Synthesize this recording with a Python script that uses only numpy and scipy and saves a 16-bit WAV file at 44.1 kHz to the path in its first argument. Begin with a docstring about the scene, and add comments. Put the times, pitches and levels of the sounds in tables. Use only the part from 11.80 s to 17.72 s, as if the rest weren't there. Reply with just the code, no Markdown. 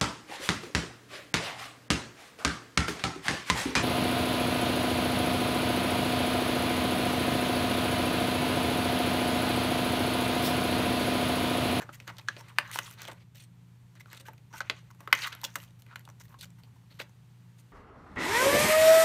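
"""Beak on a paper edge

A small bird bites along the edge of a hand-held paper sheet, close to a phone microphone, in a quiet room.
Snaps (a blow and a dying rattle) and scrapes (ticks over a rub) are noise forces; they excite resonances
of the sheet, its slow flexing and its tearing fibres. The room answers with a short decaying noise tail.
An appliance hums as unsteady sines and noise in low room modes; smooth noise makes the hiss."""
import sys
import numpy as np
from scipy import signal
from scipy.fft import rfft, irfft, next_fast_len
from scipy.io import wavfile
from scipy.ndimage import uniform_filter1d, map_coordinates

SR = 44100
rng = np.random.default_rng(int(sys.argv[2]) if len(sys.argv) > 2 else 0)


def int16_out(signal):
    """Quantize to a 16-bit WAV file."""
    q = np.round(np.clip(np.atleast_2d(signal).T, -1, 1) * 32767)
    wavfile.write(sys.argv[1], SR, q.astype(np.int16))


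N = 261072
SIZE = 8192  # samples in the window of one snap or scrape
RING_NOTE_WIDTH, CRACK_NOTE_WIDTH = 0.1, 0.16  # note bandwidth over its centre frequency


def amp(db):
    """Level: a gain is ten to the power of dB / 20."""
    return 10 ** (np.asarray(db) / 20)


def unit(x):
    """Normalisation: scale each row to a root mean square of 1."""
    return x / np.sqrt(np.mean(np.abs(x) ** 2, axis=-1, keepdims=True) + 1e-20)


def along(points, hz):
    """Interpolation of (Hz, value) points on a logarithmic frequency axis."""
    f, v = np.transpose(points)
    return np.interp(np.log(hz + 1), np.log(f + 1), v)


def wobble(rate):
    """Slow modulation: a smooth curve through random knots, rate of them a second."""
    return map_coordinates(rng.standard_normal(int(N * rate / SR) + 4), [np.arange(N) * rate / SR])


def filtered(x, response):
    """Linear filtering: multiply the spectrum of x by a response of frequency."""
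    m = next_fast_len(N + SR // 2)
    return irfft(rfft(x, m) * response(np.fft.rfftfreq(m, 1 / SR)), m)[:N]


def peak(f, hz, width):
    """Resonance of one causal damped oscillator, with unit gain at its centre."""
    return 1j * f * width / (hz * hz - f * f + 1j * f * width)


def shaken(force, modes, hz, spread, scatter_db, note=0):
    """Modal response: each force drives a broad hump at hz, modes of chance strength and its own note."""
    f = np.fft.rfftfreq(SIZE, 1 / SR)
    radiated = 1j * f / (1j * f + 0.35 * hz)  # a thin sheet sheds its bass poorly
    luck = amp(scatter_db * rng.standard_normal((len(force), len(modes))))
    resonances = np.array([amp(db) * peak(f, centre, width) for centre, width, db in modes])
    body = 1 + 0.9 * luck @ resonances
    hump = peak(f, hz, hz * spread) ** 2
    response = unit(body * (1 + note) * radiated * hump)
    return irfft(rfft(force) * response, SIZE)


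def paper(s, force, db, thud_db, crack_db, hz, crack_hz, notes):
    """Superposition: a force on the edge rings the sheet, flexes it and cracks fibres.

    force(stretch) may lengthen its decay; the flap in the beak adds notes to the ring and the crack."""
    # Resonances of the sheet, its slow flexing and its tearing fibres.
    # Each row: centre in Hz, width in Hz, relative level in dB before the chance scatter.
    sheet_modes = [(910, 140, 6), (1110, 410, 8), (1490, 180, 3.5), (1600, 550, -8.5), (2020, 300, 2.5),
                   (2500, 275, -1), (3000, 610, 1.5), (3700, 570, 1), (4212, 370, 2), (4690, 230, 0.5)]
    thud_modes = [(190, 240, -10), (322, 49, -11), (570, 46, -0.5)]
    fibre_modes = [(5700, 1500, 12), (7500, 2100, -5.5), (8900, 9000, -1.5), (13100, 2700, -10),
                   (14800, 6400, -13.5)]
    f = np.fft.rfftfreq(SIZE, 1 / SR)
    high_hz, high_db, note_hz, note_db = notes
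    note = amp(note_db) * peak(f, note_hz, RING_NOTE_WIDTH * note_hz)
    high = amp(high_db) * peak(f, high_hz, CRACK_NOTE_WIDTH * high_hz)
    ring = shaken(force(1), sheet_modes, hz, 1.425, scatter_db=2, note=note)
    thud = shaken(force(4.4), thud_modes, 500, 2.5, scatter_db=5.5)
    crack = shaken(force(0.74, fibres=True), fibre_modes, crack_hz, 14.0, scatter_db=2.5, note=note + high)
    sound = amp(db) * (ring + amp(thud_db) * thud + amp(crack_db) * crack)
    at = (s * SR).astype(int) + np.arange(SIZE)
    return np.bincount(at.ravel(), sound.ravel(), N + SIZE)[:N]


def bending(x):
    """Varying radiation: as the sheet bends, patches of frequency and time swell and sink."""
    depth_db = 2.0  # standard deviation of the patches
    z = signal.stft(x, nperseg=256)[2]
    field = uniform_filter1d(rng.standard_normal(z.shape), size=4, axis=0)
    field = uniform_filter1d(field, size=4, axis=1)
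    return signal.istft(z * amp(depth_db * field / field.std()), nperseg=256)[1][:N]


def scrapes():
    """Stick-slip friction: fibres give way as ticks of chance size over a smoother rub, under a rounded stroke."""
    # The beak dragging on the edge.
    # Each row: start in seconds, nominal length in ms, strength in dB, crack gain in dB re ring,
    # centre in Hz, crack note in Hz, its level in dB, ring note in Hz, its level in dB.
    drags = [(0.0, 38.3, -40.5, -11.5, 1510.0, 6400, 2, 1700, 7),
             (0.04, 61, -60, -28, 1500, 6000, -1, 1200, 2), (0.121, 39, -48, -3.5, 2200, 7300, -1, 1880, 6),
             (0.159, 44, -74, -5, 2000, 5400, 4, 1900, 3),
             (0.218, 14, -61, -7.0, 2400.0, 14100.0, 4.0, 1960.0, -5),
             (0.267, 37.5, -39.5, -11, 1620, 6300, 4.0, 1920, -6),
             (0.312, 53, -58, -20, 1400, 6000, 0, 1000, 0),
             (0.382, 19, -45, -12, 2150, 5900.0, 3, 3630.0, -13),
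             (0.474, 16, -51, -10, 1800, 6300, 4, 1700, 2),
             (0.499, 80, -54.5, -14, 2190, 6300, 9, 2600, -12),
             (0.573, 42, -51, -1.5, 2020.0, 5460, 4, 915, 9.5),
             (0.614, 53, -55.5, -20, 1500, 6300, 0, 2000, -5),
             (0.647, 67, -54.5, -31.0, 1670, 8900.0, 4.0, 1160, 2.5),
             (0.677, 31, -50.5, -11, 1800, 8400, 2, 2600, -8),
             (0.701, 33, -56, -27, 1300, 6300, -2.5, 1000, 8),
             (0.752, 43, -58, -16, 1900, 6000, 0, 2000, 0),
             (0.801, 120, -44, -20, 1570, 14500.0, 3, 1690, 5),
             (0.874, 52, -55, -12, 1780, 9400.0, 5, 1650.0, 5),
             (0.914, 62, -39, -3, 2220, 9600.0, -3, 960, -4),
             (0.958, 38, -42, -23.0, 1690, 9700.0, 4.0, 1490.0, -14),
             (1.0, 77, -47.5, -2, 1800.0, 6460, -3, 990.0, -3),
             (1.052, 39, -45, -6, 2500.0, 9450, 12, 3360, 0),
             (1.09, 56, -53.5, -2, 2200, 11600.0, 2, 1360, -4),
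             (1.135, 40, -58.5, -18, 1800, 6100, 0, 1500, 0),
             (1.164, 102, -46, -11, 1770, 6100.0, -5, 1490.0, -7),
             (1.22, 89, -50.5, -12, 1780, 5800.0, -1, 1200.0, 0),
             (1.271, 37, -42, -19, 1340, 9500, 6, 955, 2),
             (1.309, 18, -49, -8, 1390, 7800.0, 0, 910.0, -11),
             (1.335, 59, -62, -14, 2000, 5400, 0, 2500, 0),
             (1.388, 45, -61, -14, 2580.0, 5400.0, 2, 2250.0, -1),
             (1.545, 45.0, -54.5, -1.5, 2850, 14100.0, 2, 2810.0, 2),
             (1.584, 65, -56, -0.5, 2710, 8820, 6, 3300, -9),
             (2.152, 29, -57.5, -14.0, 2070.0, 7400.0, 3.5, 1650.0, -9),
             (2.194, 22.4, -49, -6, 2020.0, 5900.0, -14, 2060, 9),
             (2.256, 63.0, -61, -8, 1470.0, 7600.0, -1, 1200.0, 1.0),
             (2.292, 99, -52.5, -10, 2180, 7500, 1, 4320, -6),
             (2.366, 15, -48.5, -10, 2750, 8250, 1, 3830, -7),
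             (2.393, 24, -49, -6, 2430, 8300.0, 1, 3820, -7),
             (2.447, 45, -49.5, -8.5, 1900.0, 13100.0, 3, 1580, 4),
             (2.7, 31, -60, -9, 1500, 5770, 8, 960.0, 16),
             (2.726, 41, -44.5, -9, 1250.0, 5860, 0, 1490.0, 4),
             (2.759, 38, -46, -2.5, 1800.0, 6600.0, -9, 1500, -6),
             (2.808, 14.4, -41, -14, 2000.0, 7300.0, 4.0, 1030.0, -3),
             (2.832, 66, -53.5, -16, 1700.0, 6100.0, 4.0, 2450.0, 0),
             (2.932, 78, -54.5, -10, 2360, 6400.0, 9, 1090, 7),
             (3.0, 90, -66.5, -12, 2200, 6400, 0, 1100, 3),
             (3.104, 11, -52, -6.5, 1240.0, 14700, 6, 977, 2), (3.188, 18, -60, -4, 1400, 6430, 0, 1000, 3),
             (3.205, 63, -59, -9, 1360, 13200, -3.5, 920, 8),
             (3.292, 51, -52, -14, 1330, 13500.0, 4.0, 1490.0, -1),
             (3.345, 148, -38, -8.5, 2020.0, 6400.0, 2, 1980, -0.5),
             (3.412, 32, -33, -17, 3200, 6300.0, 6, 4120, -3),
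             (3.428, 27, -29.5, -31, 2170, 6300.0, 2, 2060, -3),
             (3.438, 44, -35, -24, 1420, 14300.0, 4.0, 1250, 7),
             (3.471, 12, -39.5, -1, 3000.0, 14400, 0, 1600.0, 3),
             (3.491, 84, -46, -25, 1780.0, 12600.0, 4.0, 1380, -5),
             (3.519, 21, -37.5, -18, 2010, 5370, 11, 1420, 6.5),
             (3.546, 160, -55, -11.0, 1810.0, 12600.0, 0, 890.0, 5),
             (3.638, 18, -33, 1.5, 1450, 14700, -11, 3500, 15.5),
             (3.658, 115, -60, 0, 1850.0, 6440, -5, 1780, -11.5),
             (3.769, 87, -57, 0.5, 1900.0, 12600.0, 3, 1094, -6.5),
             (3.84, 70, -66, -6, 2200, 6400, 0, 3000, -1),
             (3.988, 23, -66, 5, 2165.0, 12300.0, 6, 880.0, -1.5),
             (4.068, 28, -60, -25, 1800, 6700, 0, 2100, 0),
             (4.089, 57, -51.5, -25, 1440, 6730, 4.0, 1400, 4.5),
             (4.176, 39, -62, -14, 1800, 6700, 0, 4300, 2),
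             (4.395, 27.6, -53, 0, 2044, 6000.0, -0.5, 930, 6),
             (4.428, 36, -66, 4, 2240, 14440, 8, 1930.0, 6),
             (4.479, 58, -61, -3.5, 1290, 13400, 9, 1063, 4.0),
             (4.585, 31, -54.0, -5, 4000.0, 9400, 8, 4090.0, 4.0),
             (4.605, 26, -44.5, -7.5, 3700, 9400, 8, 4090.0, 2),
             (4.622, 25, -44, -1, 2800, 6130, -11, 1490.0, 9),
             (4.78, 28.4, -58.5, -8.5, 1415, 11370, 3, 922, 2.5),
             (4.828, 32, -64, -9, 2500.0, 13200, 7, 4510, 6),
             (4.859, 30, -65.5, -14.5, 950.0, 6740, 4.5, 884, 11),
             (4.956, 16, -59.5, -10, 1110, 14530, 2.5, 996, 8.5),
             (5.097, 37, -58, -10.5, 2360, 12300.0, 0.5, 4280, 7),
             (5.128, 55, -63.5, -7.5, 2530.0, 12270, 3, 4250, 0),
             (5.186, 36.4, -38, -11, 2000.0, 12400, -1, 1450, -16.5),
             (5.214, 26, -57, -5, 2500, 6300, -0.5, 1400, -5.5),
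             (5.24, 42, -64, -22, 1495, 6250, -0.5, 910, 9.5),
             (5.776, 37, -62.5, 1, 2380, 8900.0, 0.5, 877, 2.5)]
    s, length, db, crack_db, hz, *notes = np.transpose(drags)[:, :, None]
    thud_at_50_db, thud_grows = -16.5, 0.22  # flexing re ring at -50 dB; its own rise for each dB of strength
    sheet_tick, fibre_tick = 0.08, 0.29  # gain of the ticks in the sheet and in the fibres
    u = np.arange(SIZE) / SR * 1000 / length
    rise = np.clip(4.4 * u, 0, 1) ** 2.1
    stroke = rise * np.clip(3 * (1.15 - u), 0, 1)
    ticks = (rng.random(u.shape) < 190 / SR) * amp(10 * rng.random(u.shape))  # about 190 a second
    ticks = uniform_filter1d(ticks, size=40) * 40  # each lasts 40 samples

    def force(stretch, fibres=False):
        """Amplitude modulation: noise follows stroke and ticks; each band catches at its own moments."""
        clumps = amp(2.17 * unit(uniform_filter1d(rng.standard_normal(u.shape), size=200)))
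        grain = 0.46 + (fibre_tick if fibres else sheet_tick) * ticks
        return stroke * grain * clumps * rng.standard_normal(u.shape)

    thud_db = thud_at_50_db + (thud_grows - 1) * (db + 50)
    return bending(paper(s, force, db, thud_db, crack_db, hz, 8880, notes))


def snaps():
    """Impulsive release: the edge lets go in a sharp blow and a fast-dying rattle, then the sheet settles, bending."""
    # Beak snaps.
    # Each row: start in seconds, strength in dB, rattle t60 in ms, crack gain in dB re ring,
    # flexing gain in dB re ring, centre in Hz, crack note in Hz, its level in dB, ring note in Hz, its level in dB.
    bites = [(0.018, -32.5, 33, -40, -5.5, 1450, 6300.0, 4, 930, 2),
             (0.091, -30, 12.4, -40, -4.5, 930, 6100.0, 4, 1280, 27),
             (0.201, -38, 28, -4.0, -13, 2450.0, 6100, 1, 2500, 0),
             (0.277, -28.5, 28, -18, -14.5, 1710, 5800.0, 6, 1930.0, -2),
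             (0.299, -32, 59, -23, -20, 1090, 5700.0, 4, 1960, -8),
             (0.368, -44, 23, -7, -13, 2500.0, 6000.0, 6, 830.0, 3.0),
             (0.383, -37, 32, -0.5, -11.5, 3370, 5770, -4, 3560, -7),
             (0.413, -46, 14, -7, -12, 2500.0, 13600.0, 4, 2540.0, 9),
             (0.485, -11.5, 22.5, -15, -27, 2010, 6400, 24.5, 1700, 11),
             (0.565, -39.5, 52, -16, -5.5, 2550, 5400.0, 4, 2430, -8),
             (0.785, -4.5, 19, -13, -24, 1700, 9300, 9, 1750, 1.5),
             (0.876, -49.5, 19, 4.5, -20, 1700, 7000, 5.5, 1700, 0),
             (0.914, -34.5, 27, 4, -25, 2250.0, 9400.0, 1.5, 2140.0, -5),
             (0.931, -47, 15, 3, -18, 2300, 6500, 4, 2300, 4),
             (0.942, -42, 15, -2.5, -23, 2320, 6000, 5, 2400, 1),
             (0.958, -18.5, 14, -5, -19.5, 1030, 9600.0, 4.5, 950, -18),
             (0.974, -32.5, 15, -4.5, -17, 3000, 6500, 4, 3100, 5),
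             (0.981, -40.5, 17, 3.0, -16, 2040, 8300.0, 7, 1640, -2),
             (0.988, -11.5, 20.4, -6, -23, 1600, 9600, 0, 1490.0, -2),
             (1.047, -47.5, 15, 7, -19, 2000.0, 6500.0, 3, 1420, 13),
             (1.078, -37.5, 15, -3.5, -25, 1360.0, 9500.0, 2.5, 1130, 1),
             (1.096, -48, 15, 7, -16, 2000.0, 9700.0, 12, 1010.0, 12),
             (1.104, -50.5, 19, 7.5, -25, 2000.0, 11400.0, 10.5, 3330.0, 10),
             (1.111, -43.5, 12, 12, -23, 1360.0, 11100, 10.5, 1340, -3),
             (1.126, -55, 15, 10, -18, 2500.0, 6200.0, 3.5, 6170.0, 3.0),
             (1.139, -47, 17, 4.5, -26, 2500.0, 14000.0, -2, 3700, 6),
             (1.176, -43, 17, -15, -18, 1500, 6000, 4, 1400, 2),
             (1.1924, -49, 15, -8, -16, 2600, 5500, 4, 2850, 3),
             (1.206, -44, 15, -1, -18, 2800, 7600, 4, 3000, 12),
             (1.218, -32.5, 16, 7, -11, 1450, 6300, -6, 1490.0, -2),
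             (1.232, -46.5, 15, 11.5, -15, 2000.0, 5700.0, 0, 1220.0, 2.0),
             (1.252, -37, 15, 1, -7, 2500.0, 7300.0, 4, 3260, 17),
             (1.273, -40, 21, -3, -9, 3000, 6200.0, 5, 3190, 6),
             (1.278, -33, 21, -4, -20, 3000, 6200.0, 5, 3300, 4),
             (1.283, -31.5, 24, -4.5, -4.5, 970, 9500.0, 8, 990.0, -15),
             (1.315, -42, 22, 0, -18, 3000.0, 7800.0, 4, 890.0, 1.0),
             (1.318, -37.5, 26, -7, -6.5, 790.0, 7800.0, 4, 910.0, -12),
             (1.331, -49, 17, 5, -22, 2000.0, 9700, 5, 2330.0, 6),
             (1.548, -49.5, 17, -1, -13.5, 3180, 5970, -0.5, 6060.0, -2),
             (2.153, -46, 20, -3, -12.5, 1490.0, 7300.0, 5, 1545, 6),
             (2.206, -42, 19, -8, -17, 2000.0, 6000.0, 1, 2060, 8),
             (2.258, -45, 18, -11, -11, 1350.0, 12000.0, 4, 1380, 7),
             (2.301, -49, 16, -3, -18, 4000, 7500, 3, 4420, 5),
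             (2.33, -32, 14, 1, -17, 1730, 7400.0, 2.5, 1460, 5),
             (2.347, -40, 15, -4, -11, 3570.0, 8400.0, 4.5, 3600, -3),
             (2.374, -43, 23, -1, -22, 3700.0, 8200.0, 0, 3820.0, 4.0),
             (2.399, -46, 15, -6, -9, 3800, 7500, 3, 4620, 10),
             (2.406, -46, 33, -11, -6, 3500, 7500, 3, 3750, 8),
             (2.457, -53, 15, -8, -9, 1800, 7500, 3, 1350, 2),
             (2.465, -43, 15, -8, -18, 2500, 7500, 3, 2950, 2),
             (2.484, -34, 29, -40.0, -7, 960.0, 5740, 4, 875, 7),
             (2.533, -48, 26, -1.5, -11, 1010.0, 14400, 15, 2490.0, 14),
             (2.579, -52.5, 32, -5, -12.5, 2730, 6380, 2, 2760.0, 2),
             (2.728, -44, 15, -4, -8, 1300, 6000, 4, 1004, 2),
             (2.737, -33, 31, -33.0, -13, 920.0, 12050, 0, 940, 4),
             (2.805, -16.5, 27.4, -14.5, -22, 1380, 6240, 3, 1600.0, 4),
             (2.898, -10, 25, -25, -17.5, 2100, 6300.0, 5, 4740, -2),
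             (2.988, -56, 13, 2, -12, 2500.0, 6500.0, 2, 1490.0, 2.0),
             (3.104, -46, 12, -5, -18, 969.0, 14540, 4, 990.0, -3),
             (3.148, -57.5, 15, 2.5, -8, 945.0, 11660, 2, 860.0, -1),
             (3.205, -40.5, 30, -2, -9, 1250.0, 13100.0, 0.5, 1940, 1),
             (3.275, -23, 18.4, -17, -12, 1110.0, 13600.0, 1.5, 1270, 2),
             (3.3275, 1.5, 22.6, -12.5, -28, 2070, 13200, 8.5, 1490.0, -11),
             (3.351, -41, 26, 13.5, -16, 2100.0, 6500, 3.5, 2100.0, 2.5),
             (3.375, -51, 13, 11.5, -15, 2000.0, 11600.0, 5.5, 1390.0, 1.5),
             (3.389, -27, 25, -6.5, -20, 2510, 6370, 5, 1630.0, -2),
             (3.430, -25, 17, -14, -22, 3000, 6300, 4, 2700, 8),
             (3.434, -34, 15, -20, -30, 1600, 6300, 4, 1250, 5),
             (3.455, -32.5, 18, -16, -26, 1400, 6300, 4, 1300, 9),
             (3.471, -31, 23, 3.5, -29, 2100.0, 14300.0, 5, 2110, 2.0),
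             (3.527, -28, 19, -11, -18.5, 2500.0, 10300.0, 1, 1470.0, -2),
             (3.55, -40.5, 13, 7.5, -6, 1310.0, 12550, 10, 1345, 2.0),
             (3.615, -40, 13, 5.5, -21, 4150.0, 12500.0, 13, 4160.0, 5.0),
             (3.634, -28, 28, -7, -17, 1400, 13600.0, 3, 880, 18),
             (3.642, -34, 17, 2, -17, 3700.0, 5700.0, 7, 3470, 12),
             (3.649, -22, 18, -5.5, -20, 3800, 14500.0, 4, 3420, 6),
             (3.756, -18.5, 31, 1, -19, 1600, 6100, -3, 980, -6),
             (3.801, -43, 15, -1, -20, 3000, 6300, 5.5, 3000, 2),
             (3.83, -39, 11, 1, -21, 1070.0, 11400.0, 1, 1080.0, -1),
             (3.837, -43.5, 15, 0.5, -19, 3000, 11700.0, 4, 3630.0, 2.5),
             (3.907, -58.5, 14, 3, -15, 3775, 8000, 3.5, 3900, 2),
             (4.021, -47.5, 15, 4.5, -12.5, 3890, 12270, 8, 1030.0, 6.5),
             (4.064, -49, 18, -7, -9.5, 2080.0, 11950, 7, 2080, 8.5),
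             (4.127, -44, 18, -16, -16, 1300, 6700.0, 5, 950, 5),
             (4.158, -27.5, 25, -7.5, -25, 1850, 11050, -4, 1430, -16),
             (4.194, -53.5, 15, 8.5, -19, 1900, 11800, 10, 1930.0, -2),
             (4.21, -61.5, 16, 5, -10, 2000.0, 11900.0, 4, 1930.0, 2.5),
             (4.252, -43.5, 19, 1, -14.5, 3600, 9500.0, 14, 3560, 9),
             (4.276, -39.5, 13, -16, -16, 926, 6400.0, 4.5, 823, -4),
             (4.289, -38.5, 14, -4, -11, 980.0, 7800.0, -1, 1007, -19),
             (4.3, -40, 10, 0, -13, 1103, 6300, 12, 910.0, -14),
             (4.405, -47, 12, -10, -5.5, 910, 6050, 3.5, 980, 12),
             (4.454, -53, 15, 3.5, -12, 2500.0, 14500, 5.5, 1900.0, 5.5),
             (4.482, -56, 16, -4, -9, 2500.0, 12700, 2.5, 1100.0, 0.5),
             (4.529, -63, 17, 0.0, -3, 3000.0, 6500.0, 9, 1060.0, 4.0),
             (4.542, -38, 32, -21, -23, 1060, 13560, 4, 1050, 6),
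             (4.588, -51.5, 16, 0.0, -9.5, 4220, 7250, 4, 995, 2.0),
             (4.632, -40, 12, -4.5, -22, 4050, 5940, 4, 3690.0, 5.5),
             (4.655, -51, 15, 8.5, -9.5, 3990, 6900.0, 2, 4530.0, 1.5),
             (4.704, -62.5, 14, 12.5, -8, 886, 7220, 3, 2420, 6),
             (4.835, -48, 15, -4, -13, 2500.0, 13020, 5, 4540, 10),
             (5.113, -50.5, 15, -10, -5.5, 2110, 8930, 5, 2100.0, 1.5),
             (5.2, -23.5, 23, -28.5, -10.5, 2240, 12350, 3.5, 2500, -1),
             (5.294, -60.5, 17, 6.5, -8.5, 1136, 6500.0, 3, 845, 2)]
    s, db, t60, crack_db, thud_db, hz, *notes = np.transpose(bites)[:, :, None]
    over_db = db + 30  # strength over a -30 dB snap
    fibre_blow, fibre_blow_grows = 0.4, 0.2  # share of the blow reaching fibres at -30 dB; its rise in dB per dB
    ms = np.arange(SIZE) / SR * 1000
    n = np.arange(SIZE)
    blow = 2.29 * (n == SR // 1300) - 0.72 * (n == SR // 300)  # and its echo off the table
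    rattle_gain = amp((0.89 - 1) * over_db)  # with the strength, the rattle rises 0.89 dB for each dB
    settle = amp(-34.5 - 60 * ms / 270) * (1 - ms / ms[-1])  # exponential decay under a linear fade

    def force(stretch, fibres=False):
        """Impulse and decay: the blow, then noise dying exponentially, slower as stretch grows."""
        share = fibre_blow * amp(fibre_blow_grows * over_db) if fibres else 1
        onset = 1 - np.exp(-ms / 0.17)
        rattle = 0.43 * rattle_gain * onset * amp(-60 * ms / (stretch * t60))
        return blow * share + rattle * rng.standard_normal((len(s), SIZE))

    def rustle(stretch, fibres=False):
        """Slow relaxation: faint noise as the sheet settles, the fibres 6.5 dB more quietly."""
        level = 0.39 * rattle_gain * amp(-6.5 * fibres)
        return level * settle * rng.standard_normal((len(s), SIZE))

    crack_hz = 8100 + 103 * over_db  # harder snaps crack higher
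    high_hz, high_db, note_hz, note_db = notes
    let_go = [high_hz, high_db - 10, note_hz, note_db - 10]  # the flap's notes sink once the beak lets go
    struck = paper(s, force, db, thud_db, crack_db, hz, crack_hz, notes)
    settling = paper(s, rustle, db, thud_db, crack_db, hz, crack_hz, let_go)
    return struck + bending(settling)


def room(x):
    """Reverberation: table and walls answer with a noise tail, each frequency dying at its own speed."""
    # Decay of the room. Each row: frequency in Hz, t60 in seconds.
    decay = [(300, 0.18), (2000, 0.17), (8000, 0.098), (15000, 0.1)]
    hz, t, z = signal.stft(rng.standard_normal(SR // 2), SR, nperseg=256)
    t60 = along(decay, hz)[:, None]
    tail = signal.istft(z * amp(-60 * t / t60), SR, nperseg=256)[1]
    delayed = np.pad(x, (200, 0))  # samples
    return signal.fftconvolve(delayed, tail / np.linalg.norm(tail))[:N]


def hum():
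    """Periodic and modal excitation: slightly unsteady motor tones over noise in the low room modes."""
    # Motor tones. Each row: frequency in Hz, first level in dB rms, waver in dB, later change of level in dB.
    motor = [(107.5, -61, 2, -10), (120.3, -55.5, 0.9, -0.5), (175.4, -67, 4.5, -1)]
    # Room modes in which the hum swells; each resonance acts twice.
    # Each row: centre in Hz, width of a single resonance in Hz, relative level in dB.
    room_modes = [(55.7, 16, -5), (70.6, 19, -7.5), (92, 16, 1.5), (109.7, 7.5, 5.5), (149.6, 16, 4.5),
                  (173, 12, 1.5), (198.4, 46, -6), (240, 82, -15)]
    # The tones glide to their later levels between these two times in seconds.
    glide_s = (1.15, 1.5)
    t = np.arange(N) / SR
    glide = np.interp(t, glide_s, [0, 1])
    tones = np.zeros(N)
    for hz, db, waver_db, change_db in motor:
        level = np.sqrt(2) * amp(db + change_db * glide + waver_db * wobble(4.4))
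        tones += level * np.sin(2 * np.pi * hz * t + 0.27 * wobble(8.1))

    def modes(f):
        """Incoherent sum: the powers of the room modes add."""
        return np.sqrt(sum(np.abs(amp(db) * peak(f, c, w) ** 2) ** 2 for c, w, db in room_modes))

    drone = unit(filtered(rng.standard_normal(N), modes))
    return tones + amp(-60 + 1.5 * wobble(1.3)) * drone


def hiss():
    """Broadband noise: smooth air and microphone hiss, shaped by a fixed spectrum."""
    # Spectrum of the hiss. Each row: frequency in Hz, relative density in dB per Hz.
    spectrum = [(20, -13), (40, -14.5), (250, -6), (400, -8.5), (600, -16), (900, -11.5), (1300, -14.5),
                (2500, -17), (6000, -22.5), (12000, -27), (16000, -29.5)]
    # The hiss drops and then partly recovers. Each row: time in seconds, level in dB rms.
    levels = [(0, -64.5), (1.201, -65), (1.501, -71.5), (1.8, -69), (5.92, -68)]
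    level = np.interp(np.arange(N) / SR, *np.transpose(levels))
    noise = filtered(rng.standard_normal(N), lambda hz: amp(along(spectrum, hz)))
    return amp(level) * unit(noise)


def scene():
    """Superposition of the paper, its reverberation, the hum and the hiss."""
    beak = scrapes() + snaps()
    return (beak + amp(-14.0) * room(beak) + hum() + hiss())[None]


def record(dry):
    """Saturation and band limiting: peaks round off, the treble has two notches and ends at 16.3 kHz."""
    held = dry[0] / (1 + np.abs(dry[0] / .85) ** 4) ** .25

    def response(hz):
        """Frequency response: two dips, a steep droop and a cutoff."""
        notches = 1 - 0.44 / (1 + ((hz - 10500) / 300) ** 2) - 0.32 / (1 + ((hz - 5150) / 300) ** 2)
        droop = 1 / (1 + (hz / 15400) ** 60)
        return notches * droop * (hz < 16300)

    return filtered(held, response)[None]


dry = scene()
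out = record(dry)
int16_out(out)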